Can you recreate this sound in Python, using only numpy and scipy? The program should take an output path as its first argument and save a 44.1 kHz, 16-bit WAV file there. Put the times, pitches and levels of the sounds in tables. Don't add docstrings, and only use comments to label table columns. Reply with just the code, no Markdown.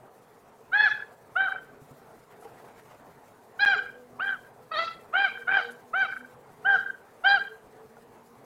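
import sys
import numpy as np
from scipy import signal
from scipy.fft import rfft, irfft
from scipy.io import wavfile
from scipy.ndimage import uniform_filter1d, map_coordinates

SR = 44100
rng = np.random.default_rng(int(sys.argv[2]) if len(sys.argv) > 2 else 0)


def generate_wav(signal):
    frames = np.transpose(np.atleast_2d(signal))
    scaled = np.clip(frames, -1, 1) * 32767
    pcm = np.round(scaled).astype(np.int16)
    wavfile.write(sys.argv[1], SR, pcm)


def rack_gain(trim_db):
    fader = np.asarray(trim_db, float)
    return 10 ** (fader / 20)


N = 372644


def unit(x):
    return x / np.sqrt(np.mean(x ** 2) + 1e-20)


def along(points, hz):
    point_hz, value = np.transpose(points)
    return np.interp(np.log(hz + 1), np.log(point_hz + 1), value)


def coloured(x, gain_db):
    hz = np.fft.rfftfreq(len(x), 1 / SR)
    return irfft(rfft(x) * rack_gain(gain_db(hz)), len(x))


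def wobble(n, rate_hz):
    knots = rng.standard_normal(max(256, int(n * rate_hz / SR) + 4))
    return map_coordinates(knots, [np.arange(n) * rate_hz / SR])


def add(track, start, x):
    track[start:start + len(x)] += x[:len(track) - start]


def patches(shape, bands, frames):
    field = uniform_filter1d(rng.standard_normal(shape), size=bands, axis=0)
    return unit(uniform_filter1d(field, size=frames, axis=1))


def rush(spectrum, patchy_db):
    hz, _, z = signal.stft(rng.standard_normal(N), SR, nperseg=1024)
    gain_db = patchy_db * patches(z.shape, 8, 5) + along(spectrum, hz)[:, None]
    return unit(signal.istft(z * rack_gain(gain_db), nperseg=1024)[1][:N])


def stirring():
    t = np.arange(N) / SR
    lag_s, spread_s = 0.12, 0.17
    return np.tanh(sum(np.exp(-((t - s - lag_s) / spread_s) ** 2) for s, *_ in RAVEN_CROAKS + WING_STROKES))


# freq_hz [Hz], density_db [dB per Hz]
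TRAFFIC_SPECTRUM = [(12, -50), (20, -12.5), (75, -27), (130, -2.5), (171, -12.5), (242, -4.5), (305, -15.5),
                    (452, 1.5), (508, -7.5), (735, -5), (1850, -18.5), (3150, -32), (5000, -37.5),
                    (6500, -63), (11000, -120)]


def traffic(stir):
    level_db = -55 + 2.2 * stir + 1.1 * wobble(N, 18)
    return rack_gain(level_db) * rush(TRAFFIC_SPECTRUM, patchy_db=2)


# freq_hz [Hz], density_db [dB per Hz]
BREEZE_SPECTRUM = [(15, -17.5), (40, -12), (130, -13), (300, -5), (600, -32), (1200, -75.5)]


def breeze(stir):
    level_db = -74 + 8.7 * stir + 4.6 * wobble(N, 18)
    return rack_gain(level_db) * rush(BREEZE_SPECTRUM, patchy_db=3.5)


# freq_hz [Hz], density_db [dB per Hz]
HISS_SPECTRUM = [(1470, -39), (2500, -11.5), (3900, -8), (5290, -8.5), (6210, -7), (8310, -7), (15600, -9)]


def hiss(stir):
    grain_db = 1.5 * wobble(N, 35) + 1.1 * wobble(N, 70)
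    return rack_gain(-69.5 + 2.5 * stir + grain_db) * rush(HISS_SPECTRUM, patchy_db=2)


def air():
    stir = stirring()
    return traffic(stir) + breeze(stir) + hiss(stir)


# start_drop [share of pitch], end_drop [share], plateau_lean [share],
# release_db [dB], effort_growth_db [dB]
CROAK_ARCHES = [(.29, .27, -.04, 13.5, 1), (0.23, 0.31, -.01, 19, -2), (0.15, .27, -.06, 26.5, 2),
                (0.51, .3, -0.051, 32, -0.5), (0.0935, 0.044, .04, 31.5, 4.5),
                (0.34, 0.32, 0.029, 22.5, 1.5), (.25, .24, -.08, 31, 5.5), (0.28, .26, .005, 14.5, -1.5),
                (0.27, .21, -0.023, 29, 4.5), (.2, .22, 0.019, 22.5, 1)]
# time_s [s], pitch_drop [share], width_s [s]
VOICE_SLIP = (4.762, .08, .022)


def arch(start_s, length_s, plateau_hz, effort_db, rise_s, start_drop, end_drop, lean, release_db, growth_db):
    t = np.arange(round(length_s * SR)) / SR
    side = t / length_s - 0.5
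    fall_s, fall_power = 0.068, 2.2
    fall = np.clip(1 - (length_s - t) / fall_s, 0, 1) ** fall_power
    bend = start_drop * np.exp(-t / rise_s) + end_drop * fall
    slip_s, slip_share, slip_width_s = VOICE_SLIP
    slip = slip_share * np.exp(-((start_s + t - slip_s) / slip_width_s) ** 2)
    attack_db = 27 * np.exp(-t / (0.35 * rise_s))
    letting_go_db = release_db * np.exp((t - length_s) / 0.018)
    pitch_hz = plateau_hz * (1 + lean * side - bend - slip)
    return pitch_hz, effort_db + 2 * growth_db * side - (attack_db + letting_go_db)


# multiple [of pitch], level_db [dB re second]
SYRINX_OVERTONES = [(4, -16.5), (5, -24), (6, -31), (7, -50.5), (8, -53), (9, -57.5), (10, -65.5),
                    (11, -65.5)]


def overtones_of(pitch_hz, first_db, third_db, tilt_db, beak_hz, beak_db):
    stack = [(1, first_db), (2, 0), (3, third_db)]
    for k, level_db in SYRINX_OVERTONES:
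        resonance_db = beak_db * np.exp(-((k * pitch_hz - beak_hz) / 480) ** 2)
        stack.append((k, level_db + tilt_db * (k - 3) + resonance_db))
    return stack


# freq_hz [Hz], t60_s [s]
YARD_DECAY = [(500, 0.26), (1600, 0.57), (3200, 0.49), (6000, 0.32)]
# freq_hz [Hz], gain_db [dB]
ECHO_COLOUR = [(500, -7), (900, 2), (1600, 2.5), (3000, 0), (5000, -1.5), (8000, 3)]


def echoes(x, farthest_s):
    hz, t, z = signal.stft(rng.standard_normal(SR), SR, nperseg=256)
    decay_db = -60 * t / along(YARD_DECAY, hz)[:, None]
    tail = signal.istft(z * rack_gain(decay_db), SR, nperseg=256)[1]
    t = np.arange(len(tail)) / SR
    clumps_db = 3 * wobble(len(tail), 70)
    beyond_db = -14 / (1 + np.exp((farthest_s - t) / 0.062))
    open_snow = 1 - np.exp(-(t / 0.022) ** 2)
    tail = tail * rack_gain(clumps_db + beyond_db) * open_snow
    tail = coloured(tail / np.linalg.norm(tail), lambda hz: along(ECHO_COLOUR, hz))
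    return signal.fftconvolve(x, tail)


# first_swell_s [s], length_s [s], period_s [s], swell_db [dB]
ECHO_BEATS = [
    (.921, .115, .0272, 6.5),
    (1.525, .1, .032, 5),
    (3.79, .11, .035, 5),
    (4.88, .085, .04, 5),
    (5.378, .05, .052, 12),
    (6.093, .16, .0388, 11),
    (6.8, .14, .0345, 7.5),
    (7.429, .095, .045, 5),
]


def shimmer(x, depth_db):
    hz, t, z = signal.stft(x, SR, nperseg=256)
    fading_db = depth_db * patches(z.shape, 4, 5)
    swells_db = -6.5
    for first_s, length_s, period_s, swell_db in ECHO_BEATS:
        off_step_s = (t - first_s + period_s / 2) % period_s - period_s / 2
        in_step = np.exp(-(off_step_s / 0.009) ** 2)
        active = np.abs(t - first_s - length_s / 2) < (length_s + period_s) / 2
        growing_db = swell_db + 27.5 * (t - first_s)
        swells_db = swells_db + growing_db * in_step * active
    loudest_overtone = np.exp(-((hz[:, None] - 1550) / 600) ** 2)
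    gain_db = fading_db + loudest_overtone * swells_db - 3.5
    return signal.istft(z * rack_gain(gain_db), nperseg=256)[1][:N]


# start_s [s], length_s [s], pitch_hz [Hz], effort_db [dB], rise_s [s]
RAVEN_CROAKS = [
    (0.714, 0.18, 866, -22.5, 0.028),
    (1.353, 0.15, 777.8, -25, 0.015),
    (3.59, 0.18, 806.7, -22.5, .011),
    (4.188, .19, 791, -30, 0.015),
    (4.71, 0.16, 666.7, -30.5, 0.008),
    (5.124, 0.17, 798.6, -25, 0.02),
    (5.462, .165, 796.4, -24.5, .025),
    (5.93, 0.14, 784.5, -25.5, .017),
    (6.643, 0.14, 797.8, -22, 0.011),
    (7.236, 0.16, 800.7, -22, 0.012),
]
# first_db [dB], third_db [dB], tilt_db [dB per multiple],
# resonance_hz [Hz], resonance_db [dB]
BEAK_SHAPES = [(-13.5, -19, -3.5, 4110, 9.5), (-11, -21, -2.5, 3440, 2.5), (-12, -14.5, .8, 5800, 21),
               (-17.5, -24.5, -3.5, 4850, 1), (-6.5, -6, 4, 4530, 25.5), (-7, -12, -0.3, 3200, 1),
               (-8.5, -13.5, 0, 4600, 8), (-10, -14, 0.5, 4650, 6), (-7.5, -35.5, -4, 5070, 15.5),
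               (-6.5, -20.5, 0, 3150, 2)]
HOARSENESS = [.045, .035, .04, .085, .065, .05, .09, .035, .035, .042]
# depth [0-1], rate_hz [Hz]
MEMBRANE_BEATS = [(0, 100), (0, 100), (0, 100), (.3, 95), (.1, 100), (.15, 70), (.45, 100), (0, 100),
                  (0, 100), (0, 100)]
# echo_db [dB], treble_loss_db [dB per kHz over 3 kHz], farthest_echo_s [s], rasp_db [dB]
HEADINGS = [(-4, 4, 0.11, -30), (-2.5, 12, 0.31, -45), (-5.5, 2.5, 0.3, -47), (-13.5, 2.5, 0.085, -40),
            (-5.5, 5.5, 0.2, -18), (-6, 5, 0.31, -31), (-7.5, 19.5, 0.2, -32.5), (-6.5, 23.5, 0.31, -38.5),
            (-5, 21, 0.29, -36.5), (-7.5, 0.5, 0.16, -30.5)]
# freq_hz [Hz], gain_db [dB]
RASP_SPECTRUM = [(1500, -37.5), (3000, -9.5), (4000, -3), (4700, 0), (5700, -6.5), (6500, -19.5),
                 (9000, -30), (15000, -42)]


def syrinx(hz, effort_db, overtones, hoarse, beat_depth, beat_hz):
    n = len(hz)
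    phase = 2 * np.pi * np.cumsum(hz) / SR
    closing_db = 0.24 * (effort_db - effort_db.max())
    voice = np.zeros(n)
    for k, level_db in overtones:
        closes = 3 if k == 1 else k - 1
        gain_db = level_db + closes * closing_db + 1.02 * k * wobble(n, 55.9)
        jitter = 0.6 * hoarse * k * k * wobble(n, 140)
        voice += rack_gain(gain_db) * np.sin(k * phase + k * k + jitter)
    voice = voice * (1 + 4.9 * hoarse * wobble(n, 253.9) + 2.85 * hoarse * wobble(n, 900))
    beat = 2 * np.pi * np.cumsum(beat_hz * (1 + 0.064 * wobble(n, 47))) / SR
    voice = voice * (1 + beat_depth * np.hanning(n) ** 0.5 * np.cos(beat))
    return 1.705 * rack_gain(effort_db) * voice


def throat_rasp(hz, level_db):
    n = len(hz)
    phase = 2 * np.pi * np.cumsum(hz) / SR
    noise = coloured(rng.standard_normal(SR // 2)[:n], lambda hz: along(RASP_SPECTRUM, hz))
    breath = unit(noise) * (1 + np.cos(phase))
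    return rack_gain(level_db - 2 + 6.7 * wobble(n, 90)) * np.linspace(0, 2, n) * breath


def raven():
    direct, returned = np.zeros(N), np.zeros(N)
    croaks = zip(RAVEN_CROAKS, CROAK_ARCHES, BEAK_SHAPES, HOARSENESS, MEMBRANE_BEATS, HEADINGS)
    for row, shape, beak, hoarse, (beat_depth, beat_hz), heading in croaks:
        echo_db, treble_loss_db, farthest_s, rasp_db = heading
        start = round(row[0] * SR)
        hz, effort_db = arch(*row, *shape)
        n = len(hz)
        hz = hz * (1 + 0.16 * hoarse * wobble(n, 153.5))
        voice = syrinx(hz, effort_db, overtones_of(row[2], *beak), hoarse, beat_depth, beat_hz)
        rasp = throat_rasp(hz, effort_db + rasp_db)
        croak = np.pad(voice, (0, 400))
        add(direct, start, coloured(croak, lambda hz: -treble_loss_db * np.clip(hz / 1e3 - 3, 0, 4)))
        add(direct, start, 0.15 * rasp)
        sent = croak * np.pad((hz / hz.max()) ** 3.8, (0, 400))
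        add(sent, 0, rasp)
        add(returned, start, rack_gain(echo_db) * echoes(sent, farthest_s))
    return direct + shimmer(returned, depth_db=3)


# start_s [s], peak_db [dB], pitch_hz [Hz], t60_s [s]
KNOCKS = [
    (1.549, -34.5, 750, 0.075),
    (1.818, -45.5, 142, 0.096),
    (1.911, -45, 140, 0.14),
    (2.314, -63, 400, 0.042),
    (2.425, -41, 725, 0.051),
    (2.452, -37.5, 450, 0.091),
    (2.599, -44, 685, 0.036),
    (3.76, -37.5, 421, 0.16),
    (5.143, -36.5, 760, 0.049),
    (7.968, -42.5, 790, 0.039),
]


def knocks():
    out, t = np.zeros(N), np.arange(SR // 5) / SR
    for start_s, peak_db, pitch_hz, t60_s in KNOCKS:
        modes = np.sin(2 * np.pi * pitch_hz * t) + 0.55 * np.sin(2 * np.pi * 1.8 * pitch_hz * t)
        onset = 1 - np.exp(-t / 0.00071)
        add(out, round(start_s * SR), rack_gain(peak_db + 2 - 60 * t / t60_s) * modes * onset)
    return out


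# peak_s [s], level_db [dB]
WING_STROKES = [
    (1.758, -62),
    (1.938, -68),
    (2.322, -50),
    (2.452, -48),
    (2.58, -60),
    (2.798, -55),
    (2.924, -52),
]
# middle_s [s], half_length_s [s], level_db [dB]
SETTLING = (2.74, 0.24, -57.5)
# freq_hz [Hz], gain_db [dB]
WING_SPECTRUM = [(200, -34), (500, -26), (900, 5.5), (2000, 1), (4000, -15.5), (8000, -18.5), (15000, -25),
                 (16000, -77)]


def flapping():
    t = np.arange(N) / SR
    rise_s, fall_s = 0.013, 0.024
    strokes = np.zeros(N)
    for peak_s, level_db in WING_STROKES:
        strokes += rack_gain(level_db) * np.exp(-np.abs(t - peak_s) / np.where(t < peak_s, rise_s, fall_s))
    middle_s, half_length_s, settling_db = SETTLING
    settling = rack_gain(settling_db) * np.exp(-((t - middle_s) / half_length_s) ** 2)
    crackle_db = 3 * wobble(N, 45) + 3 * wobble(N, 300)
    puffs = unit(rack_gain(crackle_db) * rush(WING_SPECTRUM, patchy_db=3))
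    return rack_gain(-5) * puffs * (strokes + settling)


# start_s [s], peak_db [dB], length_s [s]
FEATHER_STROKES = [
    (1.848, -64, 0.034),
    (2.391, -55, 0.049),
    (2.627, -71, 0.032),
    (2.811, -62, 0.023),
    (2.912, -76, 0.034),
    (4.347, -70, 0.026),
    (5.705, -44.5, 0.019),
    (6.153, -50.5, 0.031),
    (6.237, -62, 0.051),
    (7.414, -61, 0.027),
]
# freq_hz [Hz], gain_db [dB]
FEATHER_SPECTRUM = [(300, -43), (2000, -16), (6000, -9), (9000, -5), (11500, -1), (13500, -22),
                    (15700, -25.5), (16000, -83)]


def rustles():
    out, t = np.zeros(N), np.arange(SR // 5) / SR
    for start_s, peak_db, length_s in FEATHER_STROKES:
        noise = unit(coloured(rng.standard_normal(len(t)), lambda hz: along(FEATHER_SPECTRUM, hz)))
        stroke = t / length_s * np.exp(1 - t / length_s * 2)
        level_db = peak_db - 7.5 + 4.5 * wobble(len(t), 200)
        add(out, round(start_s * SR), rack_gain(level_db) * noise * stroke)
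    return out


# start_s [s], length_s [s], pitch_hz [Hz], first_db [dB], second_db [dB]
HOWL_PHRASES = [
    (3.55, 0.93, 241, -64, -56),
    (4.4, 0.44, 244, -75, -58.5),
    (5.07, 0.75, 230, -66.5, -49.5),
    (5.6, 0.85, 240.4, -64, -55.5),
    (6.599, .36, 228.3, -73, -47.5),
    (7.262, 0.72, 215.8, -73, -51.5),
    (7.85, 0.54, 230, -66, -57.5),
]


def howls():
    out = np.zeros(N)
    for start_s, length_s, pitch_hz, first_db, second_db in HOWL_PHRASES:
        n = round(length_s * SR)
        t = np.arange(n) / SR
        glide_hz = pitch_hz + 10.38 * t
        phase = 2 * np.pi * np.cumsum(glide_hz * (1 + 0.0077 * wobble(n, 25))) / SR
        first_fade, second_fade = 1 + 0.6 * wobble(n, 16), 0.4 + wobble(n, 24)
        first = 1.58 * rack_gain(first_db) * first_fade * np.sin(phase)
        second = 1.14 * rack_gain(second_db - 2.5 * t) * second_fade * np.sin(2 * phase)
        add(out, round(start_s * SR), (first + second) * signal.windows.tukey(n, 0.34))
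    return out


def scene():
    return (raven() + howls() + knocks() + rustles() + flapping() + air())[None]


def band_limit(x):
    return signal.sosfilt(signal.butter(12, 15700, fs=SR, output="sos"), x)


# start_s [s], end_s [s]
LOST_SAMPLES = (3.6512, 3.6594)


def record(dry):
    t = np.arange(N) / SR
    bent = dry + 0.1 * (dry ** 2 - uniform_filter1d(dry ** 2, size=2500))
    lost = (t > LOST_SAMPLES[0]) & (t < LOST_SAMPLES[1])
    kept = uniform_filter1d(np.where(lost, rack_gain(-34), 1.0), size=2)
    return band_limit(bent * kept)


dry = scene()
out = record(dry)
generate_wav(out)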